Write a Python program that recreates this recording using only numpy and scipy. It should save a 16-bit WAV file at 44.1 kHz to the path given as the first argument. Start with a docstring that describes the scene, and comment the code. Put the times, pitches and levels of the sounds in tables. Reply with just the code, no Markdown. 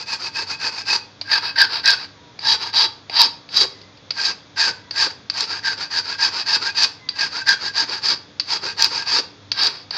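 """A quiet room with a wavering hum: steady coloured noise and narrow resonances fed by noise.
From the start, close to a phone microphone, a small flat steel file is pushed and drawn back over a
fishing hook: uneven random clicks of its teeth ring the file, the hook and the bench, with a short echo.
From 1.2 s the file taps as it lands, short blows with a bounce; from 1.9 s some teeth bite hard in mid stroke.
From 2.1 s a far bird whistles now and then, a gliding sine tone with its octave."""
import sys
import numpy as np
from scipy import signal
from scipy.io import wavfile
from scipy.ndimage import uniform_filter1d

SR = 44100
rng = np.random.default_rng(int(sys.argv[2]) if len(sys.argv) > 2 else 0)


def gain_from_db(level_db):
    """Convert decibel levels to linear amplitude factors (20 dB per decade)."""
    decades = np.asarray(level_db, float) / 20
    return 10 ** decades


def master(y):
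    """Save y as 16-bit WAV."""
    cut = np.clip(np.atleast_2d(y).T, -1, 1)
    pcm = np.round(cut * 32767)  # scale
    wavfile.write(sys.argv[1], SR, pcm.astype(np.int16))


N = 439677  # length in samples

# colour of the room's air noise: f/Hz, relative level per Hz/dB
AIR_COLOUR = [(15, -47), (25, -36.5), (75, -9.5), (125, -3.5), (383, -13.5), (438, -9.5), (709, -14.5),
              (952, -15.5), (1030, -15), (2300, -19), (3090, -22.5), (3350, -13.5), (6720, -27),
              (8320, -74.5), (15000, -67.5)]
AIR_DB = -48  # rms
# wavering hum: f/Hz, width of each of two resonances in a row/Hz, rms level/dB
HUM_TONES = [(100.5, 6.7, -57), (288.9, 17.7, -58.5)]
# pushes of the file: t of most pressure/s, swell/s, ease/s, pressure/dB, file note against it/dB
PUSH_STROKES = [(0.142, 0.06, 0.018, -23.5, -16.5), (0.372, 0.019, 0.061, -23.5, -14),
                (0.674, 0.062, 0.019, -22.5, -14.5), (0.962, 0.082, 0.0044, -16.5, -17.5),
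                (1.322, 0.0044, 0.059, -14.5, -10), (1.614, 0.032, 0.036, -11, -8),
                (1.876, 0.017, 0.061, -9.5, -10), (2.528, 0.066, 0.023, -12.5, -21),
                (2.816, 0.061, 0.037, -11, -23.5), (3.212, 0.047, 0.045, -10, -25.5),
                (3.616, 0.058, 0.027, -13.5, -27), (4.256, 0.066, 0.057, -18.5, -17),
                (4.616, 0.03, 0.082, -15.5, -11.5), (5.028, 0.048, 0.04, -14.5, -15.4),
                (5.412, 0.042, 0.029, -18, -27), (5.663, 0.011, 0.067, -19.5, -7),
                (5.995, 0.068, 0, -17.0, -10.5), (6.241, 0.036, 0.042, -14.5, -14),
                (6.561, 0.079, 0, -14.5, -14.5), (6.843, 0.071, 0.011, -12.5, -17.5),
                (7.21, 0.018, 0.058, -18.5, -13), (7.485, 0.0026, 0.05, -12.5, -6),
                (7.805, 0.044, 0.031, -16.5, -15), (8.091, 0.048, 0.048, -15.5, -19),
                (8.532, 0.034, 0.038, -19.5, -21.5), (8.847, 0.055, 0.015, -14, -18.5),
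                (9.189, 0.11, 0.009, -16.5, -19.5), (9.672, 0.079, 0.0095, -14, -20),
                (9.966, 0.024, 0.042, -23, -14.7)]
# lighter returns: t of most pressure/s, swell/s, ease/s, pressure/dB, file note against it/dB
PULL_STROKES = [(0.004, 0.01, 0.027, -29, -19), (0.281, 0.077, 0.0061, -27.5, -19),
                (0.512, 0.03, 0.037, -27, -20), (0.79, 0.064, 0.032, -28.5, -22),
                (1.464, 0.033, 0.045, -22.5, -14.5), (1.758, 0.048, 0.038, -21, -24),
                (2.014, 0.037, 0.04, -30.5, -31), (2.634, 0.027, 0.06, -24.2, -19.5),
                (3.684, 0.0037, 0.17, -49.5, -25), (5.104, 0.004, 0.02, -33.5, -18.2),
                (5.5, 0.0089, 0.09, -25, -10), (5.812, 0.029, 0.05, -27, -13),
                (6.096, 0.039, 0.055, -24.5, -13), (6.4, 0.067, 0.018, -22.5, -15),
                (6.673, 0.052, 0.025, -21, -11), (7.374, 0.047, 0.044, -25, -10),
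                (7.674, 0.06, 0.018, -23.5, -11), (7.93, 0.04, 0.057, -24.5, -16.5),
                (8.668, 0.034, 0.052, -24.5, -12.5), (8.978, 0.062, 0.051, -22.5, -14),
                (9.704, 0.004, 0.13, -35.5, -31)]
# every stroke: the teeth grip quickly up to a shoulder, swell to the top, ease to a shoulder and let go
GRIP_DB_PER_S, SWELL_DB, EASE_DB, LET_GO_DB_PER_S = 606.5, 6, 7.5, 799
EDGE_S = 0.042  # the file is already moving this long before and after the shoulders
# the teeth first catch this long before the shoulder, with a jolt; under LIGHT_DB the touch is light
CATCH_S, CATCH_DB_PER_S, LIGHT_DB = .024, 2497, -28
# a file that landed less than this long ago does not jolt but creeps into the stroke
LANDED_S, CREEP_DB_PER_S = .11, 430
# how the pliers and fingers hold and damp the steel: t/s, hook ring level/dB,
# lower file modes/dB (in full at 3500 to 4050 Hz, 0.4 of it below), treble/dB, file bending/dB, bench/dB
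HOLD = [(.1, -7, -12.5, -19.5, -16, -21.5), (0.898, -7, -17, -9, -15, -18),
        (1.399, -15.5, -1.5, 6, -14, -22.5), (1.899, -17, 0.5, 6.5, -22, -23.5),
        (2.5, -34, 9, 0, -14.5, -20), (3.2, -19.5, 8, 6, -13.5, -20.5), (3.6, -32, 9.5, -6, -31, -14.5),
        (4.25, -14.5, -0.5, -12.5, -21, -22.5), (5.05, -16, -2, -11.5, -16, -18),
        (5.4, -20, -1, -5, -19, -21.5), (6.4, -14.5, -2.5, -3, -19, -21),
        (7.201, -14.5, -2, -5, -18, -19.5), (8.1, -28.5, -1, -2, -20, -18.5),
        (8.9, -12.5, -2, -8, -14.5, -19.5), (9.6, -24.5, 2, 5.5, -24.5, -16.5)]
# rings with their own share, rows file note, file bending, bench and hook: f/Hz, width/Hz
OWN_RINGS = [(1598.4, 27), (906.3, 40), (458, 258), (2554, 27)]
# higher modes of the file, always rung: f/Hz, width/Hz, relative level/dB
FILE_MODES = [(3333, 26, -7), (3810, 44, -16.5), (3976, 80, -2), (3920, 42, -21), (4600, 180, -20.5),
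              (4554, 206, 2), (4790, 190, -5.5), (4695, 48, -4), (5096, 35, -1.5), (5160, 96, -6),
              (5530, 65, -27.5), (5860, 15, -14.5), (6493, 41, -12), (6850, 38, -28), (7420, 92, -23.5),
              (7280, 29, -25), (7900, 43, -32), (8430, 47, -37), (10800, 66, -56)]
# scrape between the modes, as the microphone colours it: f/Hz, relative level per Hz/dB
SCRAPE_COLOUR = [(150, -48), (300, -37), (650, -12), (900, -10.5), (1300, -10), (2000, -13.5), (2700, -6.5),
                 (3200, -9.5), (4000, -4), (4700, 7.5), (5500, -13), (7000, -31), (9500, -63.5),
                 (13500, -73), (15400, -48.5)]
# change from tip to handle, rows file note, bending, bench, hook and low rasp: level against pressure/dB
ALONG_FILE_DB = [-35, -1.5, 19, -16.8, 1.5]
# what each of these five loses against pressure for every dB pressed above MID_DB: loss/dB
PRESSED_LOSS = [0.14, 0.2, 0.75, 0.12, 0.49]
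MID_DB, RASP_DB = -22, -8.5
# the free end of the file grows on a push, so its ring falls: from f/Hz, to f/Hz, level over the file note/dB
PUSH_GLIDE = (1950, 1400, 5)
# on the return the ring rises: from f/Hz, to f/Hz, level over the file note/dB
PULL_GLIDE = (1130, 1750, 1.5)
# the contact point wanders, so the rings drift in pitch (rms share) and strength (rms dB) over some ms
DRIFT, DRIFT_DB, DRIFT_MS = 0.012, 1.5, 26.4
# the echo: f/Hz, time to fall 60 dB/s
WALL_DECAY = [(300, 0.66), (1500, 0.4), (4500, 0.33), (9000, 0.28)]
# the file lands on the hook or knocks it: t/s, peak level of the high part/dB, low part against it/dB
LANDINGS = [(1.213, -13, -12), (2.3901, -18.5, -11), (3.097, -17.5, -1.5), (3.4899, -25, -6),
            (3.815, -30, -26), (3.973, -36, -8), (4.106, -9, -15), (4.9095, -13, -14), (5.2993, -4.5, -29),
            (5.439, -14, -19), (7.0887, -8, -27), (8.3976, -6.5, -22), (9.517, -5.5, -19),
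            (9.8166, -35, -19), (9.9075, -12.5, -13)]
# teeth that bite hard in mid stroke: t/s, peak level/dB
HARD_BITES = [(1.8575, -2), (1.8762, -7), (1.885, -5), (1.905, -1), (1.914, -3), (3.2166, 1), (5.407, -6),
              (6.8335, -3), (7.4904, -3), (8.8227, 0), (8.844, 1.5), (9.179, -12), (9.187, -16),
              (9.191, -15.5), (9.6339, -4), (9.6458, -10), (9.6693, -4.5)]
# far whistles: start t/s, length/s, from f/Hz, to f/Hz, fundamental rms level/dB, octave rms level/dB
WHISTLES = [(2.14, .2, 965, 950, -62, -76), (3.72, .15, 1005, 1025, -68, -57),
            (4.7, .22, 1015, 980, -58, -62), (6.99, .2, 1045, 960, -58, -51)]


def evened(x):
    """Scales to rms 1."""
    return x / np.sqrt(np.mean(x ** 2) + 1e-20)


def read(points, hz):
    """Reads a spectrum on a log frequency axis."""
    f, value = np.transpose(points)
    return np.interp(np.log(hz + 1), np.log(f + 1), value)


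def add(mix, s, sound):
    """Mixes a sound in at a time in s."""
    part = mix[round(s * SR):][:len(sound)]
    part += sound[:len(part)]


def band(x, kind, hz):
    """Steep low-pass or high-pass."""
    return signal.sosfilt(signal.butter(4, hz, kind, fs=SR, output="sos"), x)


def resonate(x, hz, width):
    """A two-pole resonance of gain 1."""
    return signal.lfilter(*signal.iirpeak(hz, hz / width, SR), x)


def colour(x, points):
    """Minimum-phase filter with the given spectrum."""
    gain_db = read(points, abs(np.fft.fftfreq(4096, 1 / SR)))
    log_gain = np.log(gain_from_db(np.maximum(gain_db, -100)))
    taps = np.fft.ifft(np.exp(np.conj(signal.hilbert(log_gain)))).real[:2048]
    return signal.oaconvolve(x, taps)[:len(x)]


def wander(ms):
    """Slow random curve of rms 1: noise averaged twice over the given span."""
    span = round(ms * SR / 1000)
    once = uniform_filter1d(rng.standard_normal(N), span)
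    return evened(uniform_filter1d(once, span))


def drifting(x, hz, width):
    """A resonance that follows a pitch curve: shifted down to 0 Hz, smoothed and shifted back."""
    turn = np.exp(2j * np.pi * np.cumsum(hz) / SR)
    r = np.exp(-np.pi * width / SR)
    return (turn * signal.lfilter([1 - r], [1, -r], x / turn)).real


def room():
    """Steady air noise, and a hum that wavers because noise feeds its narrow resonances."""
    out = gain_from_db(AIR_DB) * evened(colour(rng.standard_normal(N), AIR_COLOUR))
    noise = rng.standard_normal(N)
    for hz, width, db in HUM_TONES:
        out += gain_from_db(db) * evened(resonate(resonate(noise, hz, width), hz, width))
    return out


def hand():
    """Pressure, place of contact (0 tip, 1 handle) and feed of the file note; the firmest stroke wins."""
    pressure_db, place, note_db = np.full(N, -90.), np.zeros(N), np.zeros(N)
    for table, pushed in ((PUSH_STROKES, True), (PULL_STROKES, False)):
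        for top, swell, ease, db, feed_db in table:
            swell, ease = max(swell, .002), max(ease, .002)
            first = max(round((top - swell - .12) * SR), 0)
            at = np.arange(first, min(round((top + ease + .1) * SR), N))
            t = at / SR - top
            level = db + np.interp(t, [-swell, 0, ease], [-SWELL_DB, 0, -EASE_DB])
            # how far the pressure still lies below the first shoulder
            early_db = GRIP_DB_PER_S * np.maximum(-swell - t, 0)
            early_db += CATCH_DB_PER_S * np.maximum(-swell - CATCH_S - t, 0)
            for landing, *_ in LANDINGS:
                if 0 < top - swell - landing < LANDED_S:
                    creep_db = CREEP_DB_PER_S * np.maximum(-swell - t, 0)
                    early_db = np.where(t + top > landing, creep_db, early_db)
            level -= early_db + LET_GO_DB_PER_S * np.maximum(t - ease, 0)
            along = np.clip((t + swell + EDGE_S) / (swell + ease + 2 * EDGE_S), 0, 1)
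            wins = level > pressure_db[at]
            pressure_db[at[wins]], note_db[at[wins]] = level[wins], feed_db
            place[at[wins]] = (along if pushed else 1 - along)[wins]
    return pressure_db, place, note_db


def teeth(per_s, spread_db, chatter_db, chatter_ms):
    """Random catches of the teeth; the file chatters, so they come in lumps of a few ms."""
    size = gain_from_db(spread_db * np.minimum(rng.exponential(1, N), 4)) * rng.choice([-1., 1.], N)
    caught = rng.random(N) < per_s / SR
    return evened(size * caught * gain_from_db(chatter_db * wander(chatter_ms)))


def steel(drive, lower_db=0, treble_db=0):
    """The modes of the file, as resonances of alternating sign, and the high scrape between them."""
    modes = 0
    for k, (hz, width, db) in enumerate(FILE_MODES):
        held_db = lower_db * (hz < 4050) * (1 if hz > 3500 else .4)
        ring = resonate(drive * gain_from_db(held_db), hz, width)
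        modes = modes + (-1) ** k * gain_from_db(db) / np.sqrt(width) * ring
    both = gain_from_db(17.5) * modes + band(colour(drive, SCRAPE_COLOUR), "high", 3770)
    return both + (gain_from_db(treble_db) - 1) * band(both, "high", 6500)


def slide(drive):
    """The ring of the free end: a resonance that glides through each half stroke."""
    out = np.zeros(N)
    width = 130  # Hz
    for table, (from_hz, to_hz, db) in ((PUSH_STROKES, PUSH_GLIDE), (PULL_STROKES, PULL_GLIDE)):
        for top, swell, ease, _, note_db in table:
            start = max(top - swell - EDGE_S, 0)
            x = drive[round(start * SR):round((top + ease + EDGE_S) * SR)]
            turn = np.exp(2j * np.pi * np.cumsum(np.geomspace(from_hz, to_hz, len(x))) / SR)
            ring = (turn * signal.lfilter(*signal.butter(2, width / 2, fs=SR), x / turn)).real
            gain = gain_from_db(db + note_db) * np.sqrt(SR / width)
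            add(out, start, gain * ring * signal.windows.tukey(len(x), .3))
    return out


def strokes():
    """Pressure drives the teeth; where the file touches decides how much each ring is fed."""
    pressure_db, place, note_db = hand()
    s, *columns = np.transpose(HOLD)
    held = [np.interp(np.arange(N) / SR, s, column) for column in columns]
    hook_db, lower_db, treble_db, bend_db, bench_db = held
    pressed_db = np.maximum(pressure_db, LIGHT_DB) - MID_DB
    feeds = zip((note_db, bend_db, bench_db, hook_db, RASP_DB), ALONG_FILE_DB, PRESSED_LOSS)
    *shares_db, rasp_db = [db + slope_db * (place - .5) - loss * pressed_db for db, slope_db, loss in feeds]
    grain = teeth(per_s=6500, spread_db=2.5, chatter_db=1.5, chatter_ms=7.2)
    drive = grain * gain_from_db(pressure_db)
    # the bare grain sets the level of each part
    out = steel(drive, lower_db, treble_db) / np.std(steel(grain)) + slide(drive)
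    rasp = band(colour(drive * gain_from_db(rasp_db), SCRAPE_COLOUR), "low", 2423)
    out += rasp / np.std(band(colour(grain, SCRAPE_COLOUR), "low", 2890))
    light_db = .4 * np.minimum(pressure_db - LIGHT_DB, 0)  # a light touch barely sets the rings going
    for (hz, width), share_db in zip(OWN_RINGS, shares_db):
        pitch = hz * (1 + DRIFT * wander(DRIFT_MS))
        fed_db = share_db + light_db + DRIFT_DB * wander(DRIFT_MS)
        ring = resonate(drifting(drive * gain_from_db(fed_db), pitch, width), hz, 10.0 * width)
        plain = resonate(drifting(grain, pitch, width), hz, 10.0 * width)
        out += ring / np.std(plain)
    return out


def walls(x):
    """Echo of the room: sparse taps of random sign, each band dying at its own speed."""
    taps = np.zeros(SR // 2)
    at = np.arange(200, len(taps) - 20, 20)
    taps[at + rng.integers(0, 20, len(at))] = rng.choice([-1., 1.], len(at))
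    hz, t, z = signal.stft(taps, SR, nperseg=256)
    fading = z * gain_from_db(-60 * t / read(WALL_DECAY, hz)[:, None])
    tail = signal.istft(fading, SR, nperseg=256)[1]
    return signal.oaconvolve(x, tail / np.linalg.norm(tail))[:N]


def landings():
    """A landing is a noisy blow, a bounce 2.3 ms later and a faint tail, ringing the steel and lower parts."""
    out, t = np.zeros(N), np.arange(3000) / SR
    bounce = 0.7 * (t > .0023) * np.exp(-abs(t - .0023) / .0006)
    force = np.exp(-t / 0.00035) + bounce + 0.13 * np.exp(-t / 0.012)
    for s, db, low_db in LANDINGS:
        blow = band(rng.standard_normal(len(t)) * force, "low", 6700)
        high = steel(blow) + 2.0 * band(colour(blow, SCRAPE_COLOUR), "high", 1460)
        low = resonate(blow, 660, 270) + resonate(blow, 2400, 460)
        add(out, s, gain_from_db(db) * (high / abs(high).max() + gain_from_db(low_db) * low / abs(low).max()))
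    return out


def bites():
    """A hard bite is a noise burst a few ms long through two resonances in a row."""
    out, t = np.zeros(N), np.arange(3000) / SR
    for s, db in HARD_BITES:
        catches = rng.standard_normal(len(t)) * t * np.exp(-t / 0.00065)
        burst = resonate(resonate(catches, 4000, 500), 5340, 730)
        add(out, s, gain_from_db(db) * burst / abs(burst).max())
    return out


def bird():
    """A thin whistle with its octave: sines on one gliding, wavering pitch."""
    out = np.zeros(N)
    for start, length, from_hz, to_hz, first_db, octave_db in WHISTLES:
        n = round(length * SR)
        waver = evened(uniform_filter1d(rng.standard_normal(SR // 2), 600))[:n]
        pitch = np.linspace(from_hz, to_hz, n) * (1 + .012 * waver)
        turn = 2 * np.pi * np.cumsum(pitch) / SR
        note = gain_from_db(first_db) * np.sin(turn) + gain_from_db(octave_db) * np.sin(2 * turn)
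        add(out, start, np.sqrt(2) * note * signal.windows.tukey(n, .4))
    return out


def scene():
    """Close file and far bird with their echo over the room; one microphone feeds both channels."""
    near, far = strokes() + landings() + bites(), bird()
    echo = walls(gain_from_db(-13) * near + far)  # the close file sends less into the room
    return np.tile(near + far + echo + room(), (2, 1))


def roll_off(x):
    """The treble ends steeply here."""
    return signal.sosfilt(signal.butter(12, 15690, fs=SR, output="sos"), x)


def record(dry):
    """The loudest peaks hit the top of the converter and are cut flat."""
    return roll_off(np.clip(dry, -.97, .97))


dry = scene()
out = record(dry)
master(out)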